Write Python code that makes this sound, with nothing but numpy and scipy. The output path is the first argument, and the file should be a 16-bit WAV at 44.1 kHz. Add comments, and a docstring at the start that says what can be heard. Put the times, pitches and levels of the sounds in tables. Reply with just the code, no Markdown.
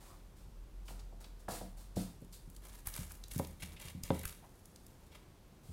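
"""Dry onion skins rustle and snap as someone gathers the bulbs out of an earthenware bowl.
Each brittle fracture radiates a tick, and the many tiny ones merge into a crackle. Bulbs bump the
bowl, exciting its modes, and rub along its wall by stick-slip friction. Further off, shoes shuffle up
to the counter, thudding on the floorboards and scuffing over them. The kitchen reverberates,
and a low rumble and quiet room tone lie beneath."""
import sys
import numpy as np
from scipy import signal
from scipy.fft import rfft, irfft, next_fast_len
from scipy.io import wavfile
from scipy.ndimage import uniform_filter1d

SR = 44100
rng = np.random.default_rng(int(sys.argv[2]) if len(sys.argv) > 2 else 0)


def master(y):
    """Save y as 16-bit WAV."""
    cut = np.clip(np.atleast_2d(y).T, -1, 1)
    pcm = np.round(cut * 32767)  # scale
    wavfile.write(sys.argv[1], SR, pcm.astype(np.int16))


N = 252252
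T = np.arange(N) / SR

# the sharpest cracks of the skins: start_s, strength_db, pitch_hz
SKIN_CRACKS = [(2.5007, -45, 10600), (2.5647, -40.5, 6800), (2.8719, -23, 10700), (2.9403, -33, 5100),
               (3.1202, -35, 9350), (3.2388, -35.5, 4740), (3.2828, -42, 7800), (3.3363, -34.5, 10500),
               (3.38, -30, 12800), (3.4483, -38.5, 3460), (3.472, -39.5, 10400), (3.6232, -37, 2750),
               (3.7213, -45, 2790), (3.8848, -36.5, 3100), (4.0361, -27.5, 6200), (4.193, -33.5, 10500),
               (4.234, -36, 11400), (4.2543, -25, 10600), (4.6566, -43, 8900), (4.7605, -42, 5560),
               (4.8663, -43, 8100)]
# the whisper of onions held between grips: start_s, length_s, skin_db, rub_db, palm_db
HOLD = [(2.198, 2.862, -74, -90, -92)]
# bulbs bumping the bowl: start_s, peak_db, corner_hz, ring_db, roll_s
BUMPS = [(2.221, -43, 405, 0, 0.016), (2.475, -48.5, 214, -1.5, 0.0082), (2.988, -38, 185, -0.5, 0.05),
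         (3.361, -30, 201, -3.5, 0.076), (3.397, -23, 1590, -3.5, 0.032), (3.623, -40, 174, 5.5, 0.16),
         (3.849, -43.5, 121, -1, 0.019), (3.949, -38, 220, -1, 0.097), (4.1047, -17.5, 4000, -2.5, .06),
         (5.685, -43, 97.5, 6, 0.032)]


def rustle(skin_level, rub_level, palm_level, flutter_db=4.0, surge_db=1.85, tear_db=-6, palm_hz=1900):
    """Brittle fracture makes the skins crackle in fits; friction excites the cavities of bowl and hand."""
    # spectrum of the papery skins: frequency_hz, gain_db
    skin_spectrum = [(880, -49), (1500, -5), (1870, -5), (2040, -31), (2560, -14), (3730, -10), (11000, -2),
                     (15200, -11), (16000, -14.5)]
    # resonances of the hollow between bulbs, hand and bowl: centre_hz, width_hz, gain_db
    cavities = [(590, 130, 2.5), (1030, 500, 2), (1660, 200, -5.5), (2040, 63, 8.5), (2237, 140, 7.5),
                (2770, 190, 4), (3190, 110, 4.5), (3670, 290, -1.5)]
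    fits = undb(flutter_db * walk(rate_hz=190) + surge_db * walk(rate_hz=54))
    tears = unit(crackle(per_s=3200, spread_db=6.0))
    skin = unit(fits * colour(flakes() + undb(tear_db) * tears, skin_spectrum))
    friction = fits * crackle(per_s=3500, spread_db=3.0)
    rub = sum(undb(db) * resonate(friction, hz, width) for hz, width, db in cavities if hz < palm_hz)
    palm = sum(undb(db) * resonate(friction, hz, width) for hz, width, db in cavities if hz >= palm_hz)
    return skin_level * skin + rub_level * unit(rub) + palm_level * unit(palm)


def flakes():
    """Size sets frequency: each size of flake crackles in its own band, two thirds of an octave apart."""
    out = 0
    for hz in 1200 * 2 ** (np.arange(7) * 2 / 3):
        fractures = crackle(per_s=2200, spread_db=5.0)
        out = out + shape(fractures, lambda f: np.sqrt(np.maximum(1 - 1.5 * np.abs(np.log2(f / hz)), 0)))
    return unit(out)


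def grip_levels(rise_s=0.014, t60_s=0.22):
    """One force drives three sounds: each grip swells the skins, the rubbing and the cupped palm alike."""
    # fingers closing on an onion and pulling: start_s, length_s, skin_db, rub_db, palm_db
    grips = [(2.617, 0.14, -60, -63.5, -71.5), (2.854, 0.02, -51, -58.5, -63),
             (2.922, 0.094, -53.5, -60, -65), (3.054, 0.069, -56, -65.5, -74),
             (3.299, 0.099, -56.5, -67, -66), (3.398, 0.12, -65, -77, -72), (3.595, 0.039, -54, -61, -54.5),
             (3.65, 0.088, -62, -65, -75), (3.788, 0.099, -57.5, -61, -59), (4.038, 0.027, -56, -60, -58),
             (4.1, 0.1, -58.5, -72, -60), (4.231, 0.095, -57, -67, -67),
             (5.104, 0.049, -69.5, -63.5, -64.5)]
    return [envelope([(s, length, levels[k], t60_s) for s, length, *levels in grips + HOLD], rise_s)
            for k in range(3)]


def snaps(cracks, offset_db=-11.0, relative_width=0.63, tick_db=6, tear_db=-6, highpass_hz=1600):
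    """Sudden release of strain: a flake starts to tear, breaks with a tick and briefly shivers."""
    out = np.zeros(N)
    lead = int(0.011 * SR)  # the tear swells for 11 ms before the break
    for s, db, hz in cracks:
        shiver = rng.standard_normal(SR // 2) * decay(T[:SR // 2], t60_s=0.014)
        shiver[0] += undb(tick_db)
        tear = undb(tear_db) * rng.standard_normal(SR // 20)[:lead] * np.exp(-T[:lead] / 0.0015)
        flake = resonate(np.concatenate([tear[::-1], shiver]), hz, hz * relative_width)
        flake = shape(flake, lambda f: 1 / (1 + highpass_hz / (1j * f)))
        break_rms = np.std(flake[lead:lead + SR // 400])
        add(out, s - lead / SR, flake * undb(db + offset_db) / break_rms)
    return out


def chance_cracks(skin_level, per_s=12, over_grip_db=13, spread_db=6, pitch_hz=7550, spread_oct=0.29):
    """Random fracture: small flakes break while the onions are held, louder under a firmer grip."""
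    start, length = HOLD[0][:2]
    cracks = []
    for k, (late, size, pitch) in enumerate(rng.uniform(-1.1, 1, (int(length * per_s), 3))):
        s = start + (k + .5 + late) / per_s
        grip_db = 20 * np.log10(skin_level[min(int(s * SR), N - 1)] + 1e-9)
        cracks.append((s, grip_db + over_grip_db + spread_db * size, pitch_hz * 2 ** (spread_oct * pitch)))
    return cracks


def knocks(hard_crack_db=-28, sink_db=-37, sink_corner_hz=48, sink_ring_db=-30):
    """Impacts excite the bowl's modes: a bulb bumps it, or sinks against it when a skin cracks hard."""
    # modes of the loaded bowl on the counter: frequency_hz, gain_db, t60_s
    bowl_modes = [(78.76, -13, 0.47), (128, 0.5, 0.033), (181.4, -7.5, 0.26), (194, 2, 0.022),
                  (308, -16.5, 0.15), (407, -14, 0.21), (440, 7, 0.0083), (535, -2, 0.07),
                  (800, 2.5, 0.0083), (755, -10, 0.056), (965, -18.5, 0.055), (1590, -27, 0.05),
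                  (2070, -27, .03), (3220, -25, 0.03), (3540, -19, 0.017)]
    # first reflections from the bowl's wall, the counter and the wall behind: delay_s, gain
    reflections = [(.0046, 0.069), (.0071, 0.056)]
    sinks = [(s, sink_db, sink_corner_hz, sink_ring_db) for s, db, _ in SKIN_CRACKS if db > hard_crack_db]
    direct = strike(bowl_modes, [bump[:4] for bump in BUMPS] + sinks)
    out = direct.copy()
    for delay, gain in reflections:
        add(out, delay, gain * direct)
    return out


def rolls(level_db=-59, t60_s=0.12, centre_hz=120, width_hz=140):
    """Rolling noise: after a bump the lumpy bulb tumbles on with a low, round rumble."""
    tumble = envelope([(s, length, level_db, t60_s) for s, *_, length in BUMPS], rise_s=0.0071)
    return tumble * noise_band(N, centre_hz, width_hz)


def drags():
    """Stick-slip friction: bulbs rasp against the clay."""
    # slips along the bowl's wall: start_s, level_db, length_s, pitch_hz
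    bulb_slips = [(2.871, -43.5, 0.0046, 1110), (3.108, -51.5, 0.0052, 1340), (3.763, -55, 0.013, 2600),
                  (4.234, -52, 0.011, 1830), (4.253, -42, 0.0038, 1740), (4.425, -59.5, 0.031, 770)]
    return rasps(bulb_slips, relative_width=0.59)


def footfalls(contacts=4, gap_s=.016, fade_db=-5, softening=0.74):
    """Impacts excite the floor's modes: a heel lands, then the sole in ever weaker, softer contacts."""
    # heels landing: start_s, peak_db, corner_hz, ring_db
    heels = [(.905, -47.5, 1100, 2.5), (1.123, -52, 800, -2), (1.4827, -32, 2500, -2.5),
             (1.517, -37.5, 900, 19), (1.610, -35.5, 800, -1), (1.966, -24.5, 405, -2)]
    # modes of the floorboards: frequency_hz, gain_db, t60_s
    floor_modes = [(96, 0.5, 0.11), (152.6, -10, 0.4), (183.1, -4.5, 0.17), (220, -2.5, 0.18),
                   (274, -9, 0.22), (336, -3, 0.091), (472, -2, 0.084), (519, -1, 0.1), (591, 0.5, 0.062),
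                   (694, 5.5, 0.06), (797, 8.5, 0.019), (950, -1, 0.062), (1102, 2, 0.018),
                   (1380, -1, 0.024), (1640, -2, 0.043)]
    blows = [(s + k * gap_s, db + k * fade_db, hz * softening ** k, ring_db)
             for s, db, hz, ring_db in heels for k in range(contacts)]
    return strike(floor_modes, blows)


def scuffs(rise_s=0.0068, base_t60_s=0.13, t60_per_s=4):
    """Sliding friction: the soles hiss and grind, and a longer slide takes longer to die away."""
    # soles sliding: start_s, length_s, hiss_db, grind_db
    slides = [(0, 0.097, -65, -66), (.36, 0.048, -71, -78), (.85, 0.026, -65.5, -80),
              (0.878, 0.033, -59, -60.5), (0.987, .006, -66, -64), (1.201, 0.013, -60.5, -63),
              (1.24, .02, -69, -66), (1.39, 0.014, -67, -78), (1.482, 0.017, -51, -54),
              (1.503, 0.051, -49, -55), (1.767, 0.05, -63, -68), (1.956, 0.053, -51.5, -56.5),
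              (2.323, 0.018, -55, -78), (5.631, .1, -69, -75)]
    # spectrum of the gritty hiss: frequency_hz, gain_db
    hiss_spectrum = [(710, -52), (1200, -3.5), (1680, 0), (2090, -2.5), (4450, 8), (6030, 5.5), (8820, 8.5),
                     (12100, 4.5), (16000, -1)]
    hiss = unit(colour(crackle(per_s=11000, spread_db=3), hiss_spectrum))
    grind = unit(resonate(crackle(per_s=3700, spread_db=4.5), hz=700, width_hz=500))
    out = 0
    for k, texture in enumerate([hiss, grind]):
        swells = [(s, length, levels[k], base_t60_s + t60_per_s * length) for s, length, *levels in slides]
        out = out + texture * envelope(swells, rise_s)
    return out


def sole_slips():
    """Stick-slip friction: grit scrapes in a broad band, a turning sole squeaks in a narrow one."""
    # grit under the soles: start_s, level_db, length_s, pitch_hz
    grit = [(.880, -53, 0.0058, 2330), (.992, -60.5, .012, 4670), (1.242, -52, .006, 3500)]
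    # a sole turning: start_s, level_db, length_s, pitch_hz
    squeak = [(.04, -66, 0.16, 1140)]
    return rasps(grit, relative_width=0.8) + rasps(squeak, relative_width=0.14)


def kitchen(x, gap_s=0.0039, build_s=0.0015):
    """Reverberation: diffuse reflections from walls and cupboards, each octave dying at its own rate."""
    # reverberation times: frequency_hz, t60_s
    decay_times = [(100, 0.56), (500, 0.32), (2000, 0.5), (8000, 0.36), (16000, 0.36)]
    t = T[:SR // 2]
    noise, tail = rng.standard_normal(len(t)), 0
    for hz in 2. ** np.arange(5, 15):
        band = shape(noise, lambda f: np.maximum(1 - np.abs(np.log2(f / hz)), 0))
        tail = tail + band * decay(t, at(decay_times, hz))
    tail = tail * np.clip((t - gap_s) / build_s, 0, 1)
    return signal.fftconvolve(x, tail / np.linalg.norm(tail))[:N]


def room_tone(level_db=-59.5, waver_db=.5):
    """The noise floor: nearly steady broadband noise, strongest in the bass."""
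    # spectrum of the quiet room: frequency_hz, gain_db
    room_spectrum = [(15, -27), (25, 0.5), (59, -3.5), (180, -7.5), (270, -13.5), (384, -13), (427, -17.5),
                     (503, -17.5), (754, -22), (911, -21.5), (1700, -29.5), (9840, -36.5), (14800, -39),
                     (16000, -47)]
    noise = unit(colour(rng.standard_normal(N), room_spectrum))
    return noise * undb(level_db + waver_db * walk(rate_hz=3.73))


def rumble(pitch_hz=42, wander_hz=2.5, waver_db=2.6, octave_db=-18):
    """Random modulation: a low drone in the building, with a weak octave, wavers in pitch and level."""
    # course of the drone: time_s, level_db
    drone_levels = [(0, -55), (.35, -57.5), (.85, -47), (1.1, -49.5), (1.8, -51), (2.3, -58.5), (2.6, -54),
                    (3.2, -54.5), (4.2, -64), (4.5, -105), (5.7, -73)]
    phase = 2 * np.pi * np.cumsum(pitch_hz + wander_hz * walk(rate_hz=13)) / SR
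    drone = np.sqrt(2) * (np.sin(phase) + undb(octave_db) * np.sin(2 * phase))
    return drone * undb(waver_db * walk(rate_hz=23) + np.interp(T, *np.transpose(drone_levels)))


def strike(modes, blows, detune=0.013, lingering_s=0.083):
    """Modal superposition: each blow starts damped cosines; ring_db weights the lingering ones."""
    out, t = np.zeros(N), T[:SR // 2]
    for s, db, corner_hz, ring_db in blows:
        ring = 0
        for k, (hz, mode_db, t60) in enumerate(modes):
            swing = np.cos(2 * np.pi * hz * (1 + detune * rng.standard_normal()) * t) * decay(t, t60)
            # neighbouring modes radiate with opposite signs
            ring = ring + (-1) ** k * undb(mode_db + ring_db * (t60 > lingering_s)) * swing
        # a soft contact passes little above its corner frequency
        blow = signal.sosfilt(signal.butter(3, corner_hz, fs=SR, output="sos"), ring)
        add(out, s, blow * undb(db) / np.abs(blow).max())
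    return out


def rasps(slips, relative_width):
    """Friction noise follows the pressure, which peaks about halfway through a slip and then lets go."""
    out = np.zeros(N)
    for s, db, length, hz in slips:
        rasp = noise_band(SR // 8, hz, hz * relative_width)
        age = T[:len(rasp)] / length
        pressure = 2 * age * np.exp(1 - 2 * age - (age / 2) ** 2)
        add(out, s, rasp * undb(db) * pressure)
    return out


def envelope(swells, rise_s):
    """Incoherent sounds add by power: the joint amplitude of swells that rise, hold and die away."""
    power = np.zeros(N)
    for s, length, db, t60 in swells:
        t = T[:int((length + t60) * SR)]
        swell = undb(db) * np.minimum(t / rise_s, 1) * decay(np.maximum(t - length, 0), t60)
        add(power, s, swell ** 2)
    return np.sqrt(power)


def crackle(per_s, spread_db):
    """A Poisson train of tiny fractures, most weak and a few strong."""
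    size = undb(spread_db * np.minimum(rng.exponential(size=N), 4))
    return (rng.random(N) < per_s / SR) * size * rng.choice([-1, 1], N)


def noise_band(samples, hz, width_hz):
    """Noise of unit rms through two resonances, the second twice as wide."""
    return unit(resonate(resonate(rng.standard_normal(samples), hz, width_hz), hz, 2 * width_hz))


def walk(rate_hz):
    """Smooth random wander of unit rms."""
    k = int(SR / rate_hz)
    return unit(uniform_filter1d(np.repeat(rng.standard_normal(N // k + 1), k), k)[:N])


def resonate(x, hz, width_hz):
    """A second-order resonance, gain one at its centre."""
    return shape(x, lambda f: 1 / (1 + 1j * (f * f - hz * hz) / (f * width_hz)))


def colour(x, points):
    """Filter by a curve of (frequency_hz, gain_db) points."""
    return shape(x, lambda f: undb(at(points, f)))


def shape(x, gain):
    """Filter by a gain that is a function of frequency."""
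    size = next_fast_len(len(x) + 4096)
    hz = np.maximum(np.fft.rfftfreq(size, 1 / SR), 1)
    return irfft(rfft(x, size) * gain(hz), size)[:len(x)]


def at(points, f):
    """Read (frequency_hz, value) points on a logarithmic frequency axis."""
    hz, value = np.transpose(points)
    return np.interp(np.log(f), np.log(hz), value)


def decay(t, t60_s):
    """Exponential damping, 60 dB in t60_s."""
    return np.exp(-np.log(1000) * t / t60_s)


def undb(db):
    """Decibels to gain."""
    return 10 ** (np.asarray(db) / 20)


def unit(x):
    """Scale to an rms of one."""
    return x / np.sqrt(np.mean(x ** 2))


def add(out, s, x):
    """Mix x into out from time s."""
    i = int(s * SR)
    out[i:i + len(x)] += x[:max(N - i, 0)]


def scene(bowl_wet_db=-10, skin_wet_db=-8, feet_wet_db=-6):
    """The direct-to-reverberant ratio conveys distance: the bowl is close, the feet further off."""
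    skin_level, rub_level, palm_level = grip_levels()
    bowl = knocks() + rolls()
    feet = scuffs() + footfalls() + sole_slips()
    skins = rustle(skin_level, rub_level, palm_level) + drags()
    skins += snaps(list(SKIN_CRACKS) + chance_cracks(skin_level))
    room = kitchen(bowl * undb(bowl_wet_db) + skins * undb(skin_wet_db) + feet * undb(feet_wet_db))
    return (skins + bowl + feet + room + room_tone() + rumble())[None]


def record(dry, top_hz=15900):
    """Band limiting: the microphone chain cuts the highest treble steeply."""
    return signal.sosfilt(signal.ellip(10, .2, 70, top_hz, fs=SR, output="sos"), dry)


dry = scene()
out = record(dry)
master(out)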